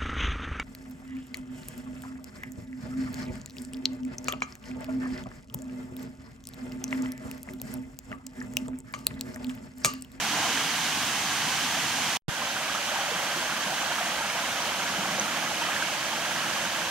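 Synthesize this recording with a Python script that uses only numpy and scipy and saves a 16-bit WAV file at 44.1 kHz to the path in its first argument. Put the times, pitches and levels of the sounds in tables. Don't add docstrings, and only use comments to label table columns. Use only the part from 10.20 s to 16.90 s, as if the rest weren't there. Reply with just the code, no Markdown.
import sys
import numpy as np
from scipy import signal
from scipy.fft import rfft, irfft, next_fast_len
from scipy.io import wavfile

SR = 44100
rng = np.random.default_rng(int(sys.argv[2]) if len(sys.argv) > 2 else 0)


def put_to_file(sound):
    columns = np.atleast_2d(sound).T
    safe = np.clip(columns, -1, 1)
    whole_steps = np.round(safe * 32767)
    wavfile.write(sys.argv[1], SR, whole_steps.astype(np.int16))


N = 295470
TIME = np.arange(N) / SR
SECOND_SPOT_S = 2


def from_db(db):
    return 10 ** (np.asarray(db) / 20)


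def unit_rms(x):
    return x / np.sqrt(np.mean(x ** 2) + 1e-20)


def at_hz(points, hz):
    known_hz, values = np.transpose(points)
    return np.interp(np.log(hz), np.log(known_hz), values)


def resonance_db(modes, hz):
    return sum(top_db / (1 + (2 * (hz - centre) / width) ** 2) for centre, width, top_db in modes)


def drift(corner_hz):
    hop, run_in = 40, 2000
    pole = np.exp(-2 * np.pi * corner_hz * hop / SR)
    noise = rng.standard_normal(N // hop + run_in + 2)
    slow = signal.lfilter([1], [1, -2 * pole, pole * pole], noise)[run_in:]
    return np.interp(np.arange(N) / hop, np.arange(len(slow)), unit_rms(slow))


def damped_notes(rows, rise, samples):
    start_s, level_db, hz, t60 = np.transpose(rows)[:, :, None]
    t = np.arange(samples) / SR
    attack = 1 - np.exp(-t * hz * 0.31)
    envelope = attack * from_db(level_db - 60 * t / t60)
    tone = np.sin(2 * np.pi * hz * (t + rise * t ** 2 / t60 / 2))
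    index = np.round(start_s * SR).astype(int) + np.arange(samples)
    return np.bincount(index.ravel(), (envelope * tone).ravel(), N)[:N]


def housing(force, hz=203, t60_s=.07):
    radius, angle = from_db(-60 / (t60_s * SR)), 2 * np.pi * hz / SR
    return signal.lfilter([0, np.sin(angle)], [1, -2 * radius * np.cos(angle), radius ** 2], force)


# t/s, level/dB
FINGER_TAPS = [(3.029, -40), (3.655, -42), (4.948, -32)]
# t/s, level/dB, f/Hz, T60/s
GRIP_BUMP = [(3.96, -32, 60, 0.19)]


def handling():
    impulses = np.full(N, 1e-18)
    for start_s, level_db in FINGER_TAPS:
        impulses[round(start_s * SR)] = from_db(level_db)
    bump = damped_notes(GRIP_BUMP, rise=0, samples=8000)
    return housing(impulses) * [[-.3], [1]] + bump * [[.3], [1]]


# harmonic number, left level/dB, right level/dB
MOTOR_HARMONICS = [(1, -71, -53.5), (2, -70, -51.5), (3, -74, -57)]


def lens_motor(start_s=4.96, rotation_hz=168.1):
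    running = np.clip((TIME - start_s) / .03, 0, 1)
    hum = sum(from_db([[left_db], [right_db]]) * np.sqrt(2) * np.sin(2 * np.pi * k * rotation_hz * TIME)
              for k, left_db, right_db in MOTOR_HARMONICS)
    rattle = from_db(-53.5) * unit_rms(housing(rng.standard_normal(N)))
    waver = from_db(2.8 * drift(4.2))
    return running * (waver * hum + rattle * [[-.3], [1]])


# t/s, half duration/s, centre f/Hz, lift/dB
FLOW_SURGES = [(0.263, 0.2, 600, 4), (0.3, 0.12, 5000, 1.2), (1.4, .1, 5530, 0.5), (4.9, .3, 200, 4.5),
               (5.545, 0.063, 1510, 2), (6.1, 0.39, 190, 1)]


def flow_db(hz, half_octaves=1.3, settle_db=-3.5, settle_s=.12):
    t = np.arange(0, N + 100, 100) / SR
    surge = sum(lift_db * np.exp(-((t - peak_s) / half_s) ** 2 - (np.log2(hz / centre) / half_octaves) ** 2)
                for peak_s, half_s, centre, lift_db in FLOW_SURGES)
    settle = settle_db * np.exp(-np.maximum(t - WAKE_TIMES[1], 0) / settle_s) * (t > SECOND_SPOT_S)
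    return np.interp(TIME, t, surge + settle)


# f/Hz, relative spectral level/dB
BANK_SPECTRUM = [(18, -73), (30, -28.5), (100, -10), (130, -6), (295, -1.5), (385, -13.5), (480, -8.5),
                 (570, -16), (720, -1.5), (1390, -4), (2230, -3), (4190, -7), (6210, -8.5), (9000, -13.5),
                 (13000, -19.5), (16000, -23.5)]
STONES_SPECTRUM = [(18, -56), (30, -26), (98, -12.5), (194, -6), (336, -6), (394, -13.5), (616, -1.5),
                   (1100, -4.5), (1460, -2.5), (1960, -4), (2500, -4), (3600, -8), (6210, -11),
                   (9000, -15.5), (13300, -21), (16000, -24.5)]
# f/Hz, coherence
BANK_COHERENCE = [(60, 0.92), (180, 1), (1100, 0.95), (1450, 0.77), (2100, 0.79), (4500, 0.46), (6500, .08),
                  (15000, .05)]
STONES_COHERENCE = [(60, .91), (180, .98), (900, .96), (1900, 0.58), (2500, 0.72), (4000, 0.43),
                    (5500, .02), (15000, .05)]
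# f/Hz, phase/rad
BANK_PHASE = [(400, 0), (1300, 0.18), (5000, .2)]
STONES_PHASE = [(400, 0.11), (800, .15), (1800, 0.59), (4500, 0.58)]
POCKET_HZ, POCKET_WIDTH_HZ, POCKET_DB = 207, 10, 3.4


def rush(span, spray_db, spectrum, coherence, left_lag, flicker_db):
    size = next_fast_len(span.stop - span.start, True)
    hz = np.maximum(np.fft.rfftfreq(size, 1 / SR), 1)
    mid, side = rfft(rng.standard_normal((2, size)))
    alike = np.clip(at_hz(coherence, hz), 0, 1)
    pair = np.sqrt(1 + alike) * mid + np.sqrt(1 - alike) * side * [[1], [-1]]
    pair *= from_db(at_hz(spectrum, hz) + resonance_db([(POCKET_HZ, POCKET_WIDTH_HZ, POCKET_DB)], hz))
    pair *= np.exp(-1j * at_hz(left_lag, hz) * [[1], [0]])
    spray = (hz > 2500) & (hz < 12000)
    pair *= size / np.sqrt(np.sum(np.abs(pair[:, spray]) ** 2))
    water, common_drift = 0, drift(2.8)[span]
    for centre in 25 * 2 ** np.arange(0, 10, .5):
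        share = np.clip(1 - np.abs(2 * np.log2(hz / centre)), 0, 1)
        flicker = flicker_db * (0.38 * common_drift + drift(18.5)[span]) * (1000 / centre) ** 0.12
        band = irfft(pair * share, size)[:, :len(flicker)]
        water += band * from_db(spray_db + flow_db(centre)[span] + flicker)
    return water


def babble(count, low_hz, high_hz, cycles, spread_db, samples):
    when, smallness, rank = rng.random((count, 3)).T
    hz = low_hz * (high_hz / low_hz) ** smallness
    middling_db = -40 * (smallness - .5) ** 2
    level_db = middling_db - spread_db * np.log(rank + .01)
    rows = np.c_[when * N / SR, level_db, hz, cycles / hz]
    return unit_rms(damped_notes(rows, rise=0.22, samples=samples))


def clusters_db():
    return 0.9 * drift(8.7)


def fizz(shared_weight=0.45):
    shared, *own = [babble(2500, low_hz=1800, high_hz=9090, cycles=51, spread_db=2.5, samples=500)
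                    for _ in range(3)]
    pair = shared_weight * shared + (1 - shared_weight) * np.array(own)
    return pair * from_db(-40 + flow_db(4000) + clusters_db())


# t/s, level/dB, f/Hz
BUBBLE_NOTES = [(0.135, -16, 990), (0.187, -25, 600), (0.248, -17, 704), (0.266, -17, 1040),
                (0.373, -20, 1700), (1.57, -18.5, 670), (2.218, -17, 1024), (2.364, -15.5, 1410),
                (2.495, -17, 1210), (2.549, -15, 1290), (2.717, -18, 602), (2.735, -22, 760),
                (2.758, -15, 896), (2.915, -20, 470), (2.932, -21, 985), (3.143, -19, 1420),
                (3.322, -16, 1420), (3.518, -20, 764), (3.629, -18, 780), (3.699, -22, 684),
                (3.712, -16, 1420), (3.783, -16, 1290), (3.81, -14, 723), (3.864, -19, 676),
                (4.005, -18, 875), (4.016, -16, 1350), (4.099, -15, 2210), (4.234, -16, 1000),
                (4.399, -18, 930), (4.854, -14, 770), (4.979, -18, 756), (4.983, -19, 524),
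                (5.418, -15, 915), (5.488, -18, 1205), (5.562, -15, 1760), (5.623, -12, 1530),
                (5.931, -16, 880), (6.204, -19, 1110), (6.45, -15, 1480), (6.459, -19, 900)]
GURGLE_NOTES = [(0.197, -19, 298), (0.354, -22, 282), (1.271, -21, 261), (3.164, -23, 350),
                (3.46, -21, 193), (4.696, -24, 182), (4.783, -17.5, 189), (4.87, -21, 185),
                (5.002, -20, 198), (5.236, -27, 265), (5.637, -25, 317)]
DROPLET_TICKS = [(2.313, -27, 4750), (4.4223, -19, 5670), (4.997, -12, 6080), (6.3349, -19, 4770)]


def distinct_notes(t60_at_1khz_s=0.031):
    rows = [(start_s, level_db, hz, t60_at_1khz_s * (1000 / hz) ** .6)
            for start_s, level_db, hz in BUBBLE_NOTES + GURGLE_NOTES + DROPLET_TICKS]
    return damped_notes(rows, rise=0.067, samples=6000)


def bubbling_water():
    first_spot = TIME < SECOND_SPOT_S
    small = babble(4500, low_hz=518.5, high_hz=3190, cycles=26.4, spread_db=1.5, samples=1500)
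    low = babble(200, low_hz=122.3, high_hz=321, cycles=20, spread_db=-1, samples=4000)
    plump = babble(300, low_hz=559.6, high_hz=2990, cycles=41, spread_db=2.5, samples=2000)
    small *= from_db(np.where(first_spot, -40, -37.5) + flow_db(1200) + clusters_db())
    plump *= from_db(np.where(first_spot, -54, -48))
    right = small + from_db(-53.5) * low + plump + distinct_notes()
    left = np.where(first_spot, right, np.roll(right, 3))
    return np.array([left, right])


def scene():
    split = SECOND_SPOT_S * SR
    bank = rush(slice(0, split), -32, BANK_SPECTRUM, BANK_COHERENCE, BANK_PHASE, flicker_db=0.5)
    stones = rush(slice(split, N), -35, STONES_SPECTRUM, STONES_COHERENCE, STONES_PHASE, flicker_db=0.68)
    return handling() + lens_motor() + np.hstack([bank, stones]) + fizz() + bubbling_water()


def wake_thump(awake_s, hz=108, decay_s=.0062):
    envelope = from_db(-17.5) * (1 - np.exp(-awake_s * 5000)) * np.exp(-(awake_s / decay_s) ** 2)
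    return -envelope * np.cos(2 * np.pi * hz * awake_s)


# f/Hz, width/Hz, gain/dB
MICROPHONE_MODES = [(1620, 135, 4), (3107, 470, 4.5), (6260, 960, 4), (15000, 250, -8)]
# f/Hz, left minus right level/dB
BALANCE = [(60, -1.5), (400, -2), (1100, -1.3), (2100, -3.5), (3500, -3), (5300, -1.5), (6600, -3.5),
           (10000, -3.5), (15500, -4)]
# left t/s, right t/s
WAKE_TIMES = [2.0883, 2.082]
DROPOUT_S, FADE_T60_S, CUTOFF_HZ = 1.9715, .03, 15750


def record(dry):
    size = next_fast_len(N, True)
    hz = np.maximum(np.fft.rfftfreq(size, 1 / SR), 1)
    response_db = resonance_db(MICROPHONE_MODES, hz) + at_hz(BALANCE, hz) / 2 * [[1], [-1]]
    coloured = irfft(rfft(dry, size) * from_db(response_db), size)[:, :N]
    awake_s = np.maximum(TIME - np.array(WAKE_TIMES)[:, None], 0)
    fade_db = -20 * (TIME > DROPOUT_S) - 60 * np.maximum(TIME - DROPOUT_S, 0) / FADE_T60_S
    gated = coloured * np.where(awake_s > 0, 1, from_db(fade_db))
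    dc_offset = -from_db(-73) * (TIME > 2.021)
    low_pass = signal.ellip(14, .3, 70, CUTOFF_HZ, fs=SR, output="sos")
    return signal.sosfilt(low_pass, gated + wake_thump(awake_s) + dc_offset)


dry = scene()
out = record(dry)
put_to_file(out)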